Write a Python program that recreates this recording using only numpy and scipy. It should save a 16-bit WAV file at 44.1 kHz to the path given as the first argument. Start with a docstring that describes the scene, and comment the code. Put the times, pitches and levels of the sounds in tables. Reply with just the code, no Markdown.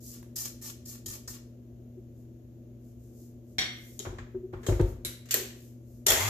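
"""A spatula's friction scrapes butter round a resonant steel bowl in a kitchen where a fridge hums throughout.
Hands brush as swells of soft friction noise, and the spatula handle clatters on a dish that rings in decaying modes.
The head of the stand mixer is tilted down: its hinge groans in short tones, it lands with two thumps that rock
the stand, and the lock lever clicks as noise bursts through narrow resonances. At last the speed lever is pushed;
the motor snaps on and runs up, its whine a rising series of shaft orders over the hiss of the gears."""
import sys
import numpy as np
from scipy import signal
from scipy.fft import rfft, irfft
from scipy.io import wavfile

SR = 44100
rng = np.random.default_rng(int(sys.argv[2]) if len(sys.argv) > 2 else 0)


def waveform_to_disk(signal):
    """Save audio, clipped to [-1, 1], as 16-bit WAV at the path in sys.argv[1]."""
    frames = np.transpose(np.atleast_2d(signal))
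    scaled = np.clip(frames, -1, 1) * 32767
    samples = np.round(scaled).astype(np.int16)
    wavfile.write(sys.argv[1], SR, samples)


N = 277375
TIME = np.arange(N) / SR  # s
AFTER = TIME[:SR]  # time since a blow, s

# spectrum of smeared butter and brushing skin: f/Hz, relative level per Hz/dB
SMEAR_SPECTRUM = [(1000, -50), (3500, -18), (4600, -8.5), (5500, -5), (7000, 0.5), (8200, -5.5),
                  (9500, -7.5), (11500, -2.5), (13500, 2), (15000, -5)]
# resonances of the steel bowl: f/Hz, width/Hz, relative level/dB
BOWL_RESONANCES = [(1240, 94, 0), (1326, 35, 1), (1833, 56, 10.5), (2320, 35, -4), (2340, 330, -7.5),
                   (2820, 39, -18), (3300, 46, -9), (3680, 570, -23), (4270, 120, 7), (4960, 84, 11.5),
                   (5236, 38, 16), (5760, 50, -27), (5740, 130, 11.5), (6500, 490, 7), (7170, 99, 14),
                   (7960, 230, 8)]
# resonances of the motor housing: f/Hz, width/Hz, relative level/dB
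HOUSING_RESONANCES = [(395, 43, -12), (644, 23, 0), (850, 36, -5), (1890, 80, 1), (2074, 34, 3),
                      (3280, 50, 9.5), (3450, 61, 8), (6400, 40, 7.5), (7070, 140, 3.5), (7340, 40, -5),
                      (8440, 46, -5)]


def spatula():
    """Sliding friction: the rubber edge rasps on steel while butter smears and tears; both excite the bowl."""
    # rasp of the edge: f/Hz, relative level per Hz/dB
    rasp_spectrum = [(300, -2), (700, -1.5), (1200, -2), (1900, -4.5), (3000, 2), (4500, -4.5), (7000, -5),
                     (15000, -34)]
    hiss_gain, rasp_gain, travel = strokes()

    rasp = colour(friction(slips_per_s=800, spread_db=2, smooth=0.55), rasp_spectrum)
    rasp = amp(-5) * rasp + resonate(rasp, BOWL_RESONANCES)
    rasp = unit(wall_echo(rasp, travel)) * rasp_gain

    hiss = colour(friction(slips_per_s=2500, spread_db=3, smooth=0.8), SMEAR_SPECTRUM)
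    hiss = hiss + amp(-17) * resonate(hiss, BOWL_RESONANCES)
    hiss = unit(wall_echo(hiss, travel)) * hiss_gain

    unevenness = amp(1.3 * drift(65))
    return kitchen((rasp + hiss) * unevenness, wet_db=-9)


def strokes():
    """Contact force shapes friction: each stroke lands, presses through an arch, wipes the steel and lifts off."""
    # t/s, length/s, butter hiss level/dB, extra hiss on landing/dB, extra hiss from pressure in mid-stroke/dB,
    # edge rasp level at the end/dB, rise of the rasp through the stroke as the steel is wiped bare/dB
    stroke_table = [(0, 0.17, -49.5, -11, 6.5, -53.5, 33), (0.356, 0.12, -39.5, 9, 4, -47, 6),
                    (0.612, 0.09, -41.5, -4.5, 3.5, -48.5, 8.5), (0.852, 0.099, -47.5, 3.5, 4, -52.5, 9.5),
                    (1.057, 0.099, -44, 8.5, 1, -49, 8.5), (1.275, 0.077, -49.5, 8.5, 2, -48.5, 17)]
    touch_s, landing_s = 0.007, 0.041  # linear onset; decay constant of the landing
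    lift_db_per_s = 332
    hiss, rasp, travel = np.zeros((3, N))
    for s, length, hiss_db, landing_db, press_db, rasp_db, wipe_db in stroke_table:
        along = np.minimum(AFTER / length, 1)
        lift_off = amp(-lift_db_per_s * np.maximum(AFTER - length, 0))
        contact = np.minimum(AFTER / touch_s, 1) * lift_off
        landing = landing_db * np.exp(-AFTER / landing_s)
        pressure = press_db * np.sin(np.pi * along)
        add(hiss, s, contact * amp(hiss_db + landing + pressure))
        add(rasp, s, contact * amp(rasp_db - wipe_db * (1 - along)))
        moved = np.minimum((TIME - s) / length, 1) ** 2
        travel = np.where(TIME >= s, moved, travel)
    return hiss, rasp, travel


def wall_echo(x, travel):
    """Comb filtering: two echoes across the bowl carve bands that sink as the spatula's travel lengthens the lag."""
    echo_s, lengthening, strength = 0.00325, 0.1, 0.7  # lag at the start, its growth as a share, gain per crossing
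    lag = echo_s * (1 + lengthening * travel)
    out = x.copy()
    for crossing in (1, 2):
        delayed = [np.interp(TIME - crossing * lag, TIME, channel) for channel in x]
        out += strength ** crossing * np.array(delayed)
    return out


def head():
    """Impact of a heavy body: the head clacks on its stop, rings dully and rocks the mixer; the bowl is bumped."""
    # t/s, thud on the counter level/dB, ring of the head level/dB, clack level/dB, clack bandwidth/Hz
    knocks = [(1.062, -47.5, -51.5, -82, 1770), (1.277, -49.5, -58.5, -54.5, 1800),
              (4.05, -60, -68, -43.5, 1600), (4.066, -39, -39.5, -44, 850), (4.128, -50, -46.5, -68, 696),
              (4.184, -44, -56, -53, 2760), (4.347, -51, -47, -63, 1170), (4.533, -42.5, -40.5, -46, 1300),
              (4.685, -23.5, -28, -29.5, 624), (4.722, -28.5, -32.5, -45, 2050),
              (4.795, -27.5, -30.5, -48.5, 1508), (4.801, -20.5, -24.5, -31.5, 490),
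              (4.882, -41, -50.5, -75, 1400), (4.938, -44, -64.5, -80, 600),
              (5.049, -47.5, -46.5, -74.5, 600)]
    # modes of the cast head: f/Hz, relative level/dB, t60/s
    head_modes = [(351.4, 1.5, 0.22), (370.7, 1.5, 0.24), (455, 2, 0.058), (532.4, -11.5, 0.25),
                  (670, -25.5, 0.29), (877, -14.5, 0.052), (912, -17, 0.24), (1555, -14, 0.05)]
    out = np.zeros((2, N))
    thud = rocking()
    casting = unit_attack(ring(head_modes) * (1 - np.exp(-AFTER / 0.00073)))
    for s, thud_db, ring_db, clack_db, width_hz in knocks:
        corner_hz = max(width_hz, 360)
        softness = [(100, -10), (350, 0), (corner_hz, -2), (2 * corner_hz, -17), (16000, -50)]
        rattle = burst(t60=0.046) * (1 - np.exp(-AFTER / 0.0089))
        clack = unit_attack(colour(rattle, softness))
        add(out, s, amp(thud_db) * thud)
        add(out, s, amp(ring_db) * kitchen(casting, wet_db=-10.5))
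        add(out, s, amp(clack_db) * kitchen(clack, wet_db=-3.5))
    return out


def rocking(cycles=1.7):
    """Mass on a springy support: the stand swings on the counter, each mode building up over a cycle or so."""
    # f/Hz, relative level/dB, t60/s
    stand_modes = [(49.2, -2, 0.15), (74.4, -18.5, 0.32), (97.9, -1, 0.13), (122, -7.5, 0.076)]
    swing = sum(ring([mode]) * (1 - np.exp(-AFTER * mode[0] / cycles)) for mode in stand_modes)
    return unit_attack(swing, size=2205)


def hinge():
    """Stick-slip: short groans at the pitch of the mixer body, each a tone with a trace of its octave."""
    # t/s, level/dB, length/s, f/Hz
    groans = [(1.967, -48, 0.033, 365.5), (4.342, -36, 0.041, 376), (4.385, -50, 0.039, 363),
              (4.426, -41, 0.042, 367.5), (4.471, -53.5, 0.032, 375)]
    out = np.zeros((2, N))
    for s, db, length, hz in groans:
        t = TIME[:round(length * SR)]
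        groan = np.sin(2 * np.pi * hz * t) + amp(-38) * np.sin(2 * np.pi * 2 * hz * t)
        swell = np.sin(np.pi * t / length)
        add(out, s, amp(db) * unit(groan * swell))
    return kitchen(out, wet_db=-10)


def clicks():
    """Hard impact: a broadband crack, and a brief rough ring as the rattle excites a set of resonances."""
    # t/s, resonance set, crack level/dB, ring level/dB, tilt of the crack at 400 Hz/dB, at 1.8 kHz/dB,
    # at 12 kHz/dB, t60 of the rattle/s
    # The first three are bowl ticks under the spatula: in the first, a light metal tick, and the second,
    # a bright one, the set's name only chooses the ring and names no struck part.
    click_table = [(0.228, "hinge", -56.5, -61.5, 9, -4, 1, .02),
                   (1.061, "whisk", -45.5, -45.5, -20, -23, -4, 0.016),
                   (1.276, "bowl", -54, -42.5, 2, -25, -10, 0.034),
                   (3.9922, "whisk", -41.5, -40.5, -2, -9, -6, 0.0073),
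                   (3.999, "whisk", -45.5, -43, 8, 1, -13, 0.043),
                   (4.059, "hinge", -60, -46, 19, 8, -18, 0.087),
                   (4.185, "hinge", -54.5, -46.5, 0, 14, -32, .06),
                   (4.528, "hinge", -69.5, -58.5, 0, 11, -6, 0.4),
                   (4.632, "whisk", -50, -62, 15, 14, -10, 0.15),
                   (4.665, "whisk", -37, -38.5, 8.5, -1.5, -4.5, 0.16),
                   (4.666, "hinge", -60, -46.5, 3.5, -3, -14, 0.0187),
                   (4.797, "hinge", -58, -43.5, 5, 2.5, -29, 0.021),
                   (4.811, "whisk", -52.5, -53, -12, -12, -5, 0.023),
                   (5.049, "lock", -35.5, -37, -13, -3.5, 3, 0.011),
                   (5.052, "lock", -39, -33.5, -11, 4, -2, 0.11),
                   (5.257, "switch", -57.5, -66.5, -3.5, 6, -9.5, 0.078),
                   (5.288, "switch", -51, -62, -23, 8.5, -11, 0.11),
                   (5.309, "switch", -27, -30.5, -27.5, -1.5, -5.5, 0.11),
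                   (5.342, "switch", -25.5, -22, -8, -4.5, 1.5, 0.01),
                   (5.346, "switch", -29.5, -29, 6, 5.5, 0.5, 0.04),
                   (5.408, "switch", -54.5, -44, 0, -7, 2, .024),
                   (5.467, "switch", -65, -57, -0.5, -7.5, -3, 0.034),
                   (6.066, "gears", -19, -36, -10, -12, -1.5, 0.026),
                   (6.084, "gears", -22, -27, -5, -17, -8.5, 0.076),
                   (6.104, "gears", -20, -25.5, -2, 4, 5.5, 0.012),
                   (6.12, "gears", -26, -42, -22, 10, -3, 0.038)]
    # crack of metal on metal: f/Hz, relative level per Hz/dB
    crack_spectrum = [(100, -12), (250, -13.5), (380, 15.5), (600, 3), (950, -4.5), (1700, 0), (3500, 1),
                      (5000, 0), (7000, 6.5), (9200, -2), (12500, 7.5), (15000, 3)]
    # resonances by set: f/Hz, width/Hz, relative level/dB
    named_resonances = {"whisk": [(3190, 90, -0.5), (3860, 200, -4), (6700, 250, 1.5), (7670, 170, -1)],
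                        "hinge": [(1170, 430, -0.5), (1650, 270, -2), (3130, 650, -16)],
                        "lock": [(2230, 92, -5), (3940, 230, 3), (7500, 410, -2.5), (9530, 630, -5),
                        (11270, 170, 4.5)], "switch": [(1915, 160, -6), (2450, 150, -6.5),
                        (4270, 180, -3.5), (7330, 620, -3.5), (12960, 540, 2), (14340, 360, 3.5)]}
    all_sets = dict(named_resonances, bowl=BOWL_RESONANCES, gears=HOUSING_RESONANCES)
    out = np.zeros((2, N))
    for s, ring_set, crack_db, ring_db, body_db, clack_db, top_db, t60 in click_table:
        tone = [(400, body_db), (1800, clack_db), (4000, 0), (7500, 0), (12000, top_db)]
        crack = amp(crack_db) * unit_attack(colour(burst(t60), crack_spectrum, tone))
        rattle = burst(t60)
        rings = np.zeros_like(rattle)
        for hz, width, db in all_sets[ring_set]:
            narrow = resonate(rattle, [(hz, width, db)])
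            rings += resonate(narrow, [(hz, 4 * width, 0)])  # steeper skirts
        add(out, s, kitchen(crack, wet_db=0.7))
        add(out, s, kitchen(amp(ring_db) * unit_attack(rings), wet_db=-7))
    return out


def dish():
    """Modal ringing: the spatula handle lands on a dish and bounces; the first blow sets the modes ringing."""
    # blows of the handle: t/s, level/dB
    blows = [(3.584, -26.5), (3.589, -28), (3.62, -35.5), (3.657, -49)]
    # modes of the dish: f/Hz, relative level/dB, t60/s
    dish_modes = [(754, -8, .15), (1680, -11, .2), (1841, -8, .2), (2113, -4, .55), (2230, -7, .4),
                  (3270, 0, .5), (3639, 1, .34), (3820, -5, .35), (4086, -6, .2), (4360, -1, .35),
                  (5625, 2.5, .2), (5655, -1, .36), (5782, -5, .2), (6860, -9, .27), (7600, -15, .3),
                  (8200, -19, .27), (9927, -17, .27), (10620, -22, .27), (11590, -17, .27),
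                  (13510, -15, .17)]
    # spectrum of the noise burst in the clatter: f/Hz, relative level per Hz/dB
    clatter_spectrum = [(180, -37), (300, -19.5), (991, -12), (2100, 5.5), (2780, -6), (3220, 4),
                        (5010, -6), (5710, -16.5), (8880, -52), (14000, -40.5), (15000, -75)]
    out = np.zeros((2, N))
    # the handle damps the modes while it touches
    damped = ring([(hz, db, 0.025) for hz, db, t60 in dish_modes])
    for s, db in blows:
        buzz = signal.fftconvolve(burst(t60=0.0079), damped[None], axes=1)[:, :SR]
        noise = colour(burst(t60=0.07), clatter_spectrum)
        clatter = amp(-7.5) * unit_attack(noise) + amp(-6) * unit_attack(buzz)
        add(out, s, amp(db) * kitchen(clatter, wet_db=2.5))
    s, db = blows[0]
    out_of_step = np.array([[np.pi / 2], [0]])  # phase at the two microphones, rad
    ringing = unit_attack(ring(dish_modes, phase=out_of_step))
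    add(out, s, amp(db) * ringing * (1 - np.exp(-AFTER / 0.0006)))
    return out


def motor():
    """Order excitation: gear hiss, tooth and commutator tones sweep the housing; rotor unbalance shakes the stand."""
    # shaft orders: multiple of the shaft rate, relative level/dB
    orders = [(4, -2.5), (6, -16), (8, -11), (9, 2), (11, 5), (20, -18), (22, 4), (24, 2.5), (32, -8),
              (48, -13)]
    # gear noise through the casing: f/Hz, relative level per Hz/dB
    casing_spectrum = [(120, -39), (200, -25), (277, -32), (357, -1.5), (512, -12.5), (624, -3),
                       (849, -6.5), (1570, -8), (1880, -6), (2330, -8.5), (5260, -11.5), (7020, -3),
                       (8570, -16.5), (14000, -6), (15000, -30)]
    # resonance of the stand under the rotor: f/Hz, width/Hz, relative level/dB
    stand_sway = [(104, 72, -0.5)]
    on_s, run_up_s, top_speed = 6.064, 0.123, 135  # start, time constant, shaft turns per s approached
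    gear_db, gear_torque_db = -36, 8.5  # level running free, and its rise under full torque
    whine_db, whine_rise_s = -36.5, 0.019  # level ahead of the rise and housing
    shake_db = -30  # unbalance at top speed, ahead of the stand's resonance
    jolt_s, jolt_db = 6.09, -39  # the starting torque kicks the stand

    running = np.maximum(TIME - on_s, 0)
    torque = np.exp(-running / run_up_s)  # share of the starting torque
    speed = 1 - torque  # share of the top speed
    turns = np.cumsum(top_speed * speed) / SR

    mesh = 1 + 0.21 * np.cos(2 * np.pi * turns)  # once per shaft turn
    gears = colour(friction(slips_per_s=2700, spread_db=6, smooth=0.9) * mesh, casing_spectrum)
    gears = unit(gears + amp(-9.5) * resonate(gears, HOUSING_RESONANCES))
    gears = gears * amp(gear_db + gear_torque_db * torque) * (running > 0)

    backlash = 0.003 * drift(110)  # play between the teeth makes the whine stagger, turns
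    whine = np.zeros(N)
    for order, db in orders:
        whine += amp(db + 2.5 * drift(40)) * np.sin(2 * np.pi * order * (turns + backlash))
    whine = whine / np.std(whine[running > 0]) * amp(whine_db)
    whine *= 1 - np.exp(-running / whine_rise_s)
    whine = amp(-4) * whine + amp(-1) * resonate(whine, HOUSING_RESONANCES)

    # centrifugal force grows with the square of the speed
    unbalance = amp(shake_db) * speed ** 2 * np.sqrt(2) * np.sin(2 * np.pi * turns)
    shake = resonate(resonate(unbalance, stand_sway), stand_sway)

    out = kitchen(gears, wet_db=3.5) + kitchen(whine, wet_db=-5) + shake
    add(out, jolt_s, amp(jolt_db) * rocking())
    return out


def hands():
    """Soft friction: skin and sleeve brush over the machine, each touch one smooth swell of noise."""
    # middle t/s, length/s, level/dB
    brushes = [(2.2, 0.11, -71), (2.876, 0.12, -67.5), (3.047, .12, -67), (3.215, 0.17, -60),
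               (3.513, 0.11, -67.5), (3.88, 0.31, -56), (4.713, 0.15, -55), (4.89, 0.087, -56),
               (5.62, .2, -58.5), (5.935, .17, -64.5)]
    rub = unit(colour(friction(slips_per_s=5700, spread_db=-3, smooth=0.74), SMEAR_SPECTRUM))
    touch = sum(amp(db) * np.exp(-(2 * (TIME - s) / length) ** 2) for s, length, db in brushes)
    return kitchen(rub * touch, wet_db=-4)


def fridge():
    """Tonal and broadband noise: mains hum of the compressor over the low rush of its fan and a faint hiss."""
    # hum: f/Hz, level/dB
    hum_tones = [(59.6, -70.5), (120.03, -51.5), (240.06, -54.5), (248, -67.5), (299, -84.5),
                 (333.4, -65.5), (353, -67.5), (434, -76)]
    # fan rush and faint hiss: f/Hz, relative level per Hz/dB
    air_spectrum = [(20, -28), (45, -4), (65, 3.5), (130, -3.5), (175, -10.5), (240, 2), (290, -9),
                    (350, -0.5), (410, -11), (600, -12), (850, -33), (2000, -45.5), (7000, -44.5),
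                    (15000, -59)]
    air_db = -51.5
    hum = np.zeros(N)
    for hz, db in hum_tones:
        wander = 0.08 * drift(4.2)  # phase, rad
        hum += amp(db) * unit(np.sin(2 * np.pi * (hz * TIME + rng.random()) + wander))
    return hum + amp(air_db) * unit(colour(rng.standard_normal((2, N)), air_spectrum))


def microphone_noise():
    """Self-noise: independent coloured random noise in each microphone."""
    # f/Hz, relative level per Hz/dB
    noise_spectrum = [(1000, 0), (3000, -0.5), (5000, -8), (6800, 4.5), (8500, -18.5), (10500, -7),
                      (13000, 4.5), (15000, 2.5)]
    noise_db = -70.5
    return amp(noise_db) * unit(colour(rng.standard_normal((2, N)), noise_spectrum))


def kitchen(x, wet_db, size=256):
    """Reverberation: direct sound plus dense decaying reflections from counter, walls and cupboards."""
    # f/Hz, t60/s
    room_decay = [(60, 0.69), (350, 0.51), (1000, 0.49), (3000, 0.54), (7000, 0.4), (11000, 0.37),
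                  (15000, 0.28)]
    hz, t, z = signal.stft(rng.standard_normal((2, SR)), SR, nperseg=size)
    decay = amp(-60 * t / read(room_decay, hz)[:, None])
    tail = signal.istft(z * decay, SR, nperseg=size)[1][:, :SR]
    tail *= np.clip((AFTER - 0.002) / 0.0012, 0, 1)  # gap before the first reflections
    tail /= np.linalg.norm(tail[0])
    return x + amp(wet_db) * signal.fftconvolve(np.atleast_2d(x), tail, axes=1)[:, :x.shape[-1]]


def friction(slips_per_s, spread_db, smooth):
    """Random slip process: tiny slips of uneven size modulate noise over a smooth hiss."""
    slips = rng.random(N) < slips_per_s / SR
    size = amp(spread_db * np.minimum(rng.exponential(1, N), 4)) * slips
    return unit(rng.standard_normal((2, N)) * (unit(size) + smooth))


def burst(t60):
    """Exponentially decaying noise: the dense rattle of a contact, independent at both microphones."""
    return rng.standard_normal((2, SR)) * amp(-60 * AFTER / t60)


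def ring(modes, phase=0):
    """Modal superposition: exponentially dying sines set off by one blow."""
    return sum(amp(db - 60 * AFTER / t60) * np.sin(2 * np.pi * hz * AFTER + phase) for hz, db, t60 in modes)


def resonate(x, modes):
    """Parallel one-pole complex resonators of given centre, width and gain."""
    out = np.zeros_like(x)
    for hz, width, db in modes:
        radius = np.exp(-np.pi * width / SR)
        pole = radius * np.exp(2j * np.pi * hz / SR)
        out += amp(db) * 2 * signal.lfilter([1 - radius], [1, -pole], x).real
    return out


def colour(x, *spectra, size=4096):
    """Minimum-phase filtering: a causal filter whose dB response is the sum of the spectra."""
    hz = np.fft.rfftfreq(size, 1 / SR)
    response_db = sum(read(points, hz) for points in spectra)
    cepstrum = irfft(np.log(amp(response_db)))
    cepstrum[1:size // 2] *= 2  # fold onto positive time
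    cepstrum[size // 2 + 1:] = 0
    taps = irfft(np.exp(rfft(cepstrum)))
    return signal.oaconvolve(np.atleast_2d(x), taps[None], axes=1)[:, :x.shape[-1]]


def drift(hz):
    """Low-passed random fluctuation of rms 1, with a Gaussian roll-off about hz."""
    roll_off = np.exp(-(np.fft.rfftfreq(N, 1 / SR) / hz) ** 2)
    return unit(irfft(rfft(rng.standard_normal(N)) * roll_off, N))


def read(points, hz):
    """Linear interpolation of a table on a log-frequency axis."""
    f, value = np.transpose(points)
    return np.interp(np.log(hz + 1), np.log(f), value)


def amp(db):
    """Level in decibels to amplitude ratio."""
    return 10 ** (np.asarray(db) / 20)


def unit(x):
    """Normalisation to rms 1."""
    return x / np.sqrt(np.mean(x ** 2) + 1e-20)


def unit_attack(x, size=882):
    """Normalisation of a blow so that its first size samples have rms 1."""
    return x / np.sqrt(np.mean(x[..., :size] ** 2) + 1e-20)


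def add(mix, s, sound):
    """Linear superposition of a sound on the mix from time s."""
    part = mix[..., max(round(s * SR), 0):][..., :sound.shape[-1]]
    part += sound[..., :part.shape[-1]]


def scene():
    """Superposition of all the sources, over the faint hiss of the microphones."""
    foreground = spatula() + head() + hinge() + clicks() + dish() + motor()
    return foreground + hands() + fridge() + microphone_noise()


def record(dry):
    """Mid-side stereo: two close microphones share their bass, the left mostly louder; then the band limits."""
    # level of the side signal: f/Hz, gain/dB
    side_gain = [(60, -13.5), (150, -12), (330, -12), (650, -3), (1200, 0), (15000, -0.5)]
    # microphone response: f/Hz, gain/dB
    low_cut = [(15, -39), (25, -39.5), (31, -10), (39, 0.5), (45, 1), (15000, -2.5)]
    # left against right: f/Hz, level difference/dB
    lean = [(60, 2.45), (300, 1.1), (700, 4.5), (1400, -1), (2800, 0.5), (5500, 4.5), (9500, -0.2),
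            (14000, 0.7)]
    edge_hz = 14750
    mid = (dry[0] + dry[1]) / 2
    side = colour((dry[0] - dry[1]) / 2, side_gain)[0]
    left = colour(mid + side, low_cut, [(hz, db / 2) for hz, db in lean], size=16384)
    right = colour(mid - side, low_cut, [(hz, -db / 2) for hz, db in lean], size=16384)
    low_pass = signal.firwin(301, edge_hz, window=("kaiser", 8), fs=SR)
    return signal.oaconvolve(np.vstack([left, right]), low_pass[None], "same", axes=1)


dry = scene()
out = record(dry)
waveform_to_disk(out)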